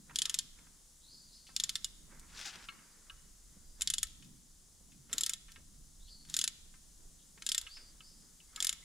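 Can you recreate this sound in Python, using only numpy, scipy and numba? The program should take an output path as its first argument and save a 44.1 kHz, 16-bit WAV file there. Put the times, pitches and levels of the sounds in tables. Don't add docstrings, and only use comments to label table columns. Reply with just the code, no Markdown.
import sys
import numpy as np
from scipy import signal
from scipy.fft import rfft, irfft
from scipy.io import wavfile
from scipy.ndimage import uniform_filter1d
from numba import njit

SR = 44100
rng = np.random.default_rng(int(sys.argv[2]) if len(sys.argv) > 2 else 0)


def digitize_waveform(pressure):
    field = np.atleast_2d(pressure).T
    bounded = np.clip(field, -1, 1)
    quanta = np.round(bounded * 32767).astype(np.int16)
    wavfile.write(sys.argv[1], SR, quanta)


N = 389844

# start in seconds, level in dB, boost of the low ring of the
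# extension shaft in dB, boost of the high ring of the head in dB, rebound level in dB.
PAWL_CLICKS = [(0.158, -28, 2.5, 5.5, -19), (0.187, -27, 2, 5.5, -8.5), (0.2186, -25.5, 2, 8.5, -12),
               (0.2546, -29, 6.5, 3.5, -11), (0.2958, -30, 10, 8, -8), (0.3424, -28, 12, 11, -6),
               (0.388, -26, 0.5, 5.5, -23), (1.5637, -27, 5, 6.5, -22), (1.5994, -28, 2.5, 3, -8.5),
               (1.6371, -26, 2, 7.5, -12), (1.6931, -30.5, 6.5, 6, -14), (1.7548, -29, 6.5, 2.5, -10),
               (1.8445, -29.5, 3, 9.5, -21), (3.8096, -34.5, 15.5, 10, -16), (3.819, -26.5, 9.5, 14, -21),
               (3.8739, -26.5, 2.5, 3, -27), (3.901, -27, 6.5, 9.5, -21), (3.9375, -27.5, 6.5, 10.5, -28),
               (3.9821, -29, 5, 8.5, -12), (4.0299, -26, 7.5, 13.5, -19), (5.1291, -29.5, 16.5, 14.5, -3.5),
               (5.1815, -27, 9.5, 10.5, -18), (5.209, -28, 10.5, 11.5, -8), (5.2344, -26.5, -2, 7.5, -21),
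               (5.2622, -29, 8, 7.5, -13), (5.2944, -29, 11.5, 11.5, -11), (5.3348, -32, 8, 7, -25),
               (6.298, -43, 4, 11, -20), (6.341, -29, 9.5, 10, -8), (6.366, -26.5, 9.5, 13, -14),
               (6.3897, -26, 7.5, 10, -25), (6.4132, -28.5, 6.5, 7.5, -12), (6.44, -26.5, 8.5, 8.5, -22),
               (6.4767, -28, 12.5, 9.5, -25), (7.422, -42.5, 19, 6, -11), (7.4644, -30, 10, 10.5, -16),
               (7.4898, -29, 10, 9.5, -7), (7.5176, -27, 7, 8.5, -20), (7.5469, -28.5, 9, 9, -10),
               (7.5793, -25.5, 8.5, 11, -19), (7.6132, -42.5, 10, 14, -14), (8.5606, -39, 6, 6, -20),
               (8.6034, -29, 12.5, 6.5, -13), (8.625, -28, 11, 10, -11), (8.6457, -27.5, 15, 14.5, -18),
               (8.6688, -26.5, 10.5, 10, -25), (8.6927, -25.5, 12, 9, -28), (8.7275, -36.5, 20, 12.5, -17)]
# start in seconds,
# length in seconds, drag level in dB, extra crispness of the stroke's clicks in dB.
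BACK_STROKES = [(0.128, 0.34, -63, -0.5), (1.53, 0.38, -65.5, 1), (3.775, 0.36, -66, -1.5),
                (5.103, 0.25, -56.5, 3), (6.27, 0.19, -57.5, 0), (7.404, 0.33, -67, 0.5),
                (8.536, 0.24, -63, 1.5)]
# pitch in Hz, strength in dB,
# time to fade by 60 dB in seconds (before the damping of each blow).
STEEL_MODES = [(1045, -39, 0.1), (1318, -26.5, 0.11), (1585, -23, 0.085), (1820, -20.5, 0.089),
               (2144, -20, 0.072), (2574, -20, 0.11), (2955, -9.5, 0.089), (3305, 6, 0.03),
               (3518, 1, 0.044), (3763, 5, 0.019), (4274, -3.5, 0.045), (4536, -5, 0.058), (5133, 0, 0.044),
               (5430, -3, 0.021), (5845, -9, 0.048), (6270, -5, 0.048), (7147, -1, 0.036),
               (7476, 1.5, 0.019), (7570, -4.5, 0.015), (8740, -8, 0.024), (8760, -9, 0.042),
               (9370, -9.5, 0.058), (10160, -10.5, 0.054), (11960, -16, 0.031), (13600, -18, 0.019)]
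# frequency in Hz, relative level in dB per Hz.
RATTLE_SPECTRUM = [(500, -46), (1000, -37), (1600, -22.5), (2600, -14.5), (3500, 5), (4400, -1.5),
                   (5300, 3), (6300, -10.5), (7200, -1), (8600, -18.5), (10200, -14.5), (12000, -21),
                   (16000, -42.5)]
# start in seconds, level in dB, brightest frequency in Hz,
# damping as a factor, left minus right in dB.
JOINT_KNOCKS = [(0.0962, -53.5, 1340, 0.56, -2), (0.109, -53.5, 1420, 1.4, 1), (0.588, -60.5, 2860, 1.2, 2),
                (0.6683, -64.5, 1330, 1.8, 7), (1.4683, -56.5, 3800, 0.2, 0), (1.4903, -59, 1020, 0.48, -1),
                (2.1962, -53, 6140, 2.3, 1), (2.3037, -64, 2900, 1.3, 9), (2.4287, -52.5, 2800, 1.7, 14),
                (2.5566, -50, 3530, 1.2, 4), (2.7226, -58, 1630, 1.7, 7), (4.07, -51, 4500, 1.7, 2),
                (4.2246, -56.5, 3100, 0.78, 0), (4.247, -60, 5000, 1.5, 2.5), (4.9184, -64, 3020, 0.49, 3),
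                (5.0962, -58.5, 1780, 1.5, 2), (5.4828, -60.5, 1920, 0.24, 0),
                (5.519, -52.5, 5650, 1.9, -1), (5.5597, -52.5, 2050, 1.04, 0), (6.2507, -60, 3500, 1.5, 4),
                (6.7403, -61, 1620, 0.58, 0), (7.3762, -58.5, 1860, 0.65, -1), (7.7686, -55, 2100, 0.27, 0),
                (8.531, -66, 1310, 1.1, 0)]
KNOCK_OCTAVES = 0.92
# start in seconds, level in dB,
# boost of the low ring in dB, left minus right in dB.
SOCKET_TAPS = [(2.687, -42, 9, 2), (2.789, -62, 18, 3), (3.0976, -47, 17.5, -1), (7.667, -47, 11, 1),
               (8.0055, -51.5, 8.5, 0), (8.403, -58, 1, 4), (8.573, -52, 25, 4)]
# pitch in Hz, strength in dB,
# time to fade by 60 dB in seconds (before the damping of each blow).
FRAME_MODES = [(1143, -23, 0.33), (1305, -15, 0.23), (1624, -16.5, 0.23), (2172, -13.5, 0.19),
               (2624, 3, 0.14), (2926, 12.5, 0.061), (3660, -6, 0.057), (4260, -11, 0.28)]
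# frequency in Hz, left minus right in dB.
PORT_LEVEL = [(60, -1.5), (110, -1.0), (200, -1.5), (380, -2.5), (700, -2.5), (1290, 0.5), (2380, -1.0),
              (4400, 0.0), (8120, 2.0), (15000, 3.0)]
# frequency in Hz, lead of the left in radians.
PORT_LEAD = [(0, 0), (1640, -0.5), (2150, -0.2), (3010, -0.6), (4310, -0.3), (6890, -0.3), (7490, -0.5),
             (7920, -0.3), (10800, -0.2), (11700, 0.1), (12300, -0.0), (13300, 0.1), (15400, 0.3),
             (16200, -2.8)]
# start in seconds,
# length in seconds, first centre in Hz, top centre in Hz, level at full size in dB, width at full size in Hz.
BITES_AND_SQUEAKS = [(1.007, 0.3, 3350, 4570, -59.5, 700), (1.28, 0.26, 3970, 4470, -61, 1000),
                     (2.64, 0.33, 4880, 4860, -77, 80), (3.624, 0.17, 4900, 4820, -76, 80),
                     (5.993, 0.3, 3460, 4440, -59.5, 596), (6.058, 0.052, 3100, 3120, -66, 500),
                     (7.174, 0.07, 3280, 3230, -73, 700), (7.685, 0.24, 4130, 4700, -58.5, 600),
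                     (8.007, 0.3, 4660, 4830, -61.5, 600), (8.457, 0.063, 2140, 2120, -78, 60),
                     (8.74, 0.08, 2180, 2140, -75, 60), (8.81, 0.033, 2060, 2070, -63, 150)]
CLIMB_HZ_PER_S, SWELL_S = 11400, 0.028
START_DB, EASE_DB_PER_S = -15.5, -67
NARROW_S = 0.27
THIN_HZ = 400
# time of the peak in seconds,
# rustle level in dB, dull bump level in dB, fade time in seconds.
HAND_SHIFTS = [(0.1, -68.5, -69.5, 0.26), (0.27, -60.5, -82, 0.056), (0.59, -72, -71, 0.13),
               (1.62, -70.5, -76, 0.22), (1.91, -89, -75, 0.05), (2.12, -63.5, -66, 0.09),
               (2.235, -67, -68, 0.085), (2.35, -60.5, -67, 0.24), (2.56, -62, -67, 0.14),
               (2.75, -70, -75.5, 0.41), (3.08, -77, -77, 0.23), (3.54, -77, -74, 0.083),
               (3.81, -67.5, -70, 0.055), (5.13, -61.5, -62, 0.086), (5.6, -83, -68, 0.019),
               (6.3, -69, -74, 0.09), (6.82, -92, -75.5, 0.083), (7.0, -86, -74.5, 0.23),
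               (7.375, -83, -72, 0.14), (7.62, -67, -80, 0.075), (7.8, -75, -71.5, 0.23),
               (8.23, -79.5, -79, 0.19), (8.56, -64.5, -69, 0.16)]
SHIFT_RISE_S = .025
REST_RUSTLE_DB, REST_BUMP_DB = -85.5, -79
# time in seconds, level in dB,
# brightness in dB (how far the low half is turned down).
HANDLE_SCRAPE = [(2.28, -71, -13), (2.346, -59.5, 2), (2.378, -44.5, 1), (2.435, -52, 0), (2.476, -42, 0),
                 (2.528, -57.5, -6.5), (2.562, -57.5, -9), (2.584, -62.5, -5), (2.66, -61.5, -3)]
# frequency in Hz, relative level in dB per Hz.
GRIT_SPECTRUM = [(410, -29), (700, -13), (816, -7.5), (1000, -18), (1380, -4), (1570, -2.5), (1950, -8),
                 (2940, -2.5), (4440, -3.5), (5040, -1), (6950, -6), (15000, -31)]
ROOM_T60_S, ROOM_DB = 0.89, -20.5
# frequency in Hz, relative level in dB per Hz.
AIR_SPECTRUM = [(300, -21), (500, -16), (900, -11), (1700, -17), (2500, -18.5), (2900, -13), (3300, -10),
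                (4400, -8), (4800, -6), (7000, -0.5), (8500, -4), (10500, -4.5), (11200, -12),
                (15600, -17.5), (15900, -56)]
AIR_DB = -63.5
# frequency in Hz, relative level in dB per Hz.
RUMBLE_SPECTRUM = [(8.8, -28), (15, 5.5), (43, 0.5), (110, -15), (140, -48), (240, -120)]
# frequency in Hz, relative level in dB per Hz.
DRONE_SPECTRUM = [(90, -21), (125, -1.5), (151, 5), (175, 1.5), (230, -1.5), (300, -7.5), (450, -24),
                  (700, -38)]
# time in seconds, rumble in dB,
# far machinery in dB.
LOW_NOISE_LEVELS = [(0.0, -77, -67), (0.05, -58.5, -74), (0.19, -63, -61.5), (0.34, -66, -74.5),
                    (2.21, -62, -66), (2.85, -68.5, -73), (3.15, -56, -77), (3.37, -64, -71.5),
                    (3.86, -60.5, -70), (4.08, -52.5, -70.5), (4.36, -64, -68.5), (5.56, -60, -72.5),
                    (6.7, -63, -72), (6.92, -60.5, -68), (7.53, -66, -70.5), (7.63, -58.5, -76),
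                    (8.32, -64, -69.5), (8.84, -64.5, -75.5)]
# frequency in Hz, likeness from 0 to 1.
ROOM_LIKENESS = [(30, 0.98), (250, 0.54), (1000, 0), (4000, 0.63), (12000, 0.54)]
TOP_HZ = 16500


def ratchet():
    out = np.zeros((2, N))
    mode_hz, mode_db, _ = np.transpose(STEEL_MODES)[:, :, None]
    for s, db, shaft_db, head_db, bounce_db in PAWL_CLICKS:
        crisp_db = [row[3] for row in BACK_STROKES if row[0] < s][-1]
        tint = [(2200, shaft_db), (3200, 0), (5500, 0.015),
                (6800, head_db), (10000, head_db), (13000, head_db + crisp_db)]
        rattle_db = lambda f: read(RATTLE_SPECTRUM, f) + read(tint, f)
        click = blow(STEEL_MODES, mode_db + read(tint, mode_hz), rattle_db, scatter_db=2.8, damping=1.19,
                     crack_db=6.3, crack_s=0.0026, rise_s=0.00045, bounce_db=bounce_db)
        add(out, click * undb(db), s)
    return out


def blow(table, ring_db, rattle_db, scatter_db, damping, crack_db, crack_s, rise_s, bounce_db):
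    t = np.arange(4096) / SR
    hz, _, t60 = np.transpose(table)[:, :, None]
    scatter, detune, phase, beat, lean = rng.standard_normal((5, len(table), 1))
    pair = 1 + .7 * np.cos(2 * np.pi * 70 * beat * t + 3.0 * detune)
    swing = np.sin(2 * np.pi * hz * (1 + 0.012 * detune) * t + 3.27 * phase)
    modes = undb(ring_db + scatter_db * scatter - 60 * damping * t / t60) * pair * swing
    ring = modes.sum(axis=0)

    rattle = colour(rng.standard_normal((2, len(t))), lambda f: undb(rattle_db(f)))
    fade = np.exp(-t / crack_s) + 0.15 * np.exp(-t / (4.7 * crack_s))
    rattle *= undb(crack_db) * np.std(ring[:200]) * fade

    mid = ring + rattle[0]
    side = 0.19 * np.sum(lean * modes, axis=0) + 0.27 * rattle[1]
    both = np.array([mid + side, mid - side]) * np.minimum(t / rise_s, 1)
    late = int(SR * rng.uniform(.0035, .0055))
    both[:, late:] += undb(bounce_db) * both[:, :-late]
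    return both / np.std(both[:, :int(.004 * SR)])


def drag():
    scratch = colour(grains(1.9, hold=80), lambda f: undb(0.49 * read(RATTLE_SPECTRUM, f)))
    t = np.arange(N) / SR
    size = sum(undb(db) * gate(t - s, length_s, 0.026) for s, length_s, db, _ in BACK_STROKES)
    return pan(scratch * size, 1.0)


def cutting():
    out, n = np.zeros((2, N)), SR // 2
    t = np.arange(n) / SR
    for s, length_s, first_hz, top_hz, db, width_hz in BITES_AND_SQUEAKS:
        swell_s = SWELL_S + max(top_hz - first_hz, 0) / CLIMB_HZ_PER_S
        swell = np.minimum(t / swell_s, 1)
        since = np.maximum(t - swell_s, 0)
        ease_db = EASE_DB_PER_S * since * min(width_hz / THIN_HZ, 1)
        size_db = db + START_DB * (1 - swell) + ease_db
        hz = first_hz + (top_hz - first_hz) * swell + 0.053 * width_hz * walk(30, size=n)
        width = width_hz * (.5 + swell / 2) / (1 + since / NARROW_S)

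        band = svf(svf(rng.standard_normal(n), hz, width), hz, width) / np.sqrt(width)
        squeal = svf(rng.standard_normal(n), hz + 0.68 * width, 0.13 * width) / np.sqrt(width)
        squeal_size = undb(-4 + 4.8 * walk(17, size=n))
        both = band / np.std(band) + squeal_size * squeal / np.std(squeal)
        size = undb(size_db + 1.0 * walk(57, size=n)) * gate(t, length_s, 0.016)
        add(out, pan(both * size, 1.0), s)
    return out


def taps():
    out = np.zeros((2, N))
    mode_hz, mode_db, _ = np.transpose(FRAME_MODES)[:, :, None]
    rattle_db = lambda f: -20.0 * np.abs(np.log2(np.maximum(f, 1) / 2800.))
    for s, db, low_db, pan_db in SOCKET_TAPS:
        ring_db = mode_db + low_db * (mode_hz < 2400)
        tapped = blow(FRAME_MODES, ring_db, rattle_db, scatter_db=1.5, damping=2.1,
                      crack_db=-4.0, crack_s=.004, rise_s=.0007, bounce_db=-9)
        add(out, pan(tapped * undb(db), pan_db), s)
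    return out


def knocks():
    out, mode_hz = np.zeros((2, N)), np.array(STEEL_MODES)[:, :1]
    for s, db, hz, damping, pan_db in JOINT_KNOCKS:
        bell = lambda f: np.maximum(-6 * (np.log2(np.maximum(f, 1) / hz) / KNOCK_OCTAVES) ** 2, -70)
        knock = blow(STEEL_MODES, bell(mode_hz), bell, scatter_db=0.91, damping=damping,
                     crack_db=8.0, crack_s=.004 / damping, rise_s=0.00015, bounce_db=-8.0)
        add(out, pan(knock * undb(db), pan_db), s)
    return out


def ports(near):
    f = np.fft.rfftfreq(N, 1 / SR)
    half = undb(read(PORT_LEVEL, f) / 2) * np.exp(.5j * read(PORT_LEAD, f))
    return irfft(rfft(near) * np.array([half, 1 / half]), N)


def scrape():
    (scrape_db, bright_db), on = curve(HANDLE_SCRAPE)
    grit = colour(grains(2.4, hold=70), lambda f: undb(read(GRIT_SPECTRUM, f))) * undb(2.5 * walk(60))
    low = signal.sosfilt(signal.butter(2, 3500, fs=SR, output="sos"), grit)
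    balanced = grit - low + undb(-bright_db) * low
    soft_edges = uniform_filter1d(1. * on, 900)
    return pan(balanced * undb(scrape_db) * soft_edges, 3.8)


def hands():
    rustle_size, bump_size = shifting()
    rustle_hump = lambda f: 1 / (1 + (np.log2(np.maximum(f, 1) / 1446.0) / 0.73) ** 4)
    bump_hump = lambda f: 1 / (1 + (np.log2(np.maximum(f, 1) / 160.0) / 1.77) ** 4)
    rustle = colour(grains(1.1, hold=200), rustle_hump)
    bumps = colour(grains(2.6, hold=600), bump_hump)
    return pan(rustle * rustle_size + bumps * bump_size, -6.0)


def shifting():
    t = np.arange(N) / SR
    power = undb([[REST_RUSTLE_DB], [REST_BUMP_DB]]) ** 2
    for s, rustle_db, bump_db, fade_s in HAND_SHIFTS:
        shape = np.exp(-2 * np.abs(t - s) / np.where(t < s, SHIFT_RISE_S, fade_s))
        power = power + undb([[rustle_db], [bump_db]]) ** 2 * shape
    return np.sqrt(power)


def garage(near):
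    t = np.arange(SR // 2) / SR
    tail = rng.standard_normal((2, len(t))) * undb(-60 * t / ROOM_T60_S) * np.minimum(t / 0.0043, 1)
    tail = colour(tail, lambda f: 1 / (1 + (f / 5200.0) ** 2)) / np.sqrt(len(t))
    return undb(ROOM_DB) * signal.fftconvolve(near.mean(axis=0)[None], tail, axes=1)[:, :N]


def air_hiss():
    return pan(wide(AIR_SPECTRUM) * undb(AIR_DB + 0.57 * walk(0.69)), 1.95)


def low_noise():
    (rumble_db, drone_db), _ = curve(LOW_NOISE_LEVELS)
    rumble = wide(RUMBLE_SPECTRUM) * undb(rumble_db + 2.1 * walk(12) + 2.5 * walk(3.5))
    drone = wide(DRONE_SPECTRUM) * undb(drone_db + 5.5 * walk(8.1))
    return pan(rumble + drone, -1.7)


def wide(spectrum):
    x = rfft(rng.standard_normal((2, N)))
    f = np.fft.rfftfreq(N, 1 / SR)
    like = np.clip(read(ROOM_LIKENESS, f), 0, 1)
    mid, side = x * undb(read(spectrum, f)) * np.sqrt([1 + like, 1 - like])
    both = irfft(np.array([mid + side, mid - side]), N)
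    return both / np.std(both)


def undb(db):
    return 10 ** (np.asarray(db) / 20)


def read(table, hz):
    at, value = np.transpose(table)
    return np.interp(np.log(np.maximum(hz, 1)), np.log(at), value)


def curve(table):
    s, *columns = np.transpose(table)
    i = np.arange(N)
    inside = (i > s[0] * SR) & (i < s[-1] * SR)
    return [np.interp(i / SR, s, c) for c in columns], inside


def colour(x, gain):
    n = x.shape[-1]
    y = irfft(rfft(x) * gain(np.fft.rfftfreq(n, 1 / SR)), n)
    return y / np.sqrt(np.mean(y ** 2))


def walk(rate, size=N):
    k = int(SR / rate)
    steps = np.repeat(rng.standard_normal(size // k + 1), k)
    return uniform_filter1d(uniform_filter1d(steps, k), k)[:size]


def grains(spread_db, hold):
    jumps = np.minimum(rng.exponential(size=N // hold + 1), 4.0)
    return rng.standard_normal(N) * undb(spread_db * jumps.repeat(hold)[:N])


def gate(t, length_s, edge_s):
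    return np.clip(np.minimum(t, length_s - t) / edge_s, 0, 1)


def pan(x, db):
    return x * undb(np.array([[db], [-db]]) / 2)


def add(out, x, s):
    i = int(s * SR)
    out[:, i:i + x.shape[1]] += x[:, :N - i]


@njit
def svf(x, hz, width):
    y, b, l = np.empty(len(x)), 0., 0.
    for i in range(len(x)):
        g, k = np.tan(np.pi * hz[i] / SR), width[i] / hz[i]
        v = (b + g * (x[i] - l)) / (1 + g * (g + k))
        b, l, y[i] = 2 * v - b, l + 2 * g * v, k * v
    return y


def scene():
    steel = ports(ratchet() + knocks() + taps())
    near = steel + drag() + cutting() + scrape() + hands()
    return near + garage(near) + air_hiss() + low_noise()


def record(dry):
    return signal.sosfilt(signal.ellip(10, .2, 70, TOP_HZ, fs=SR, output="sos"), dry)


dry = scene()
out = record(dry)
digitize_waveform(out)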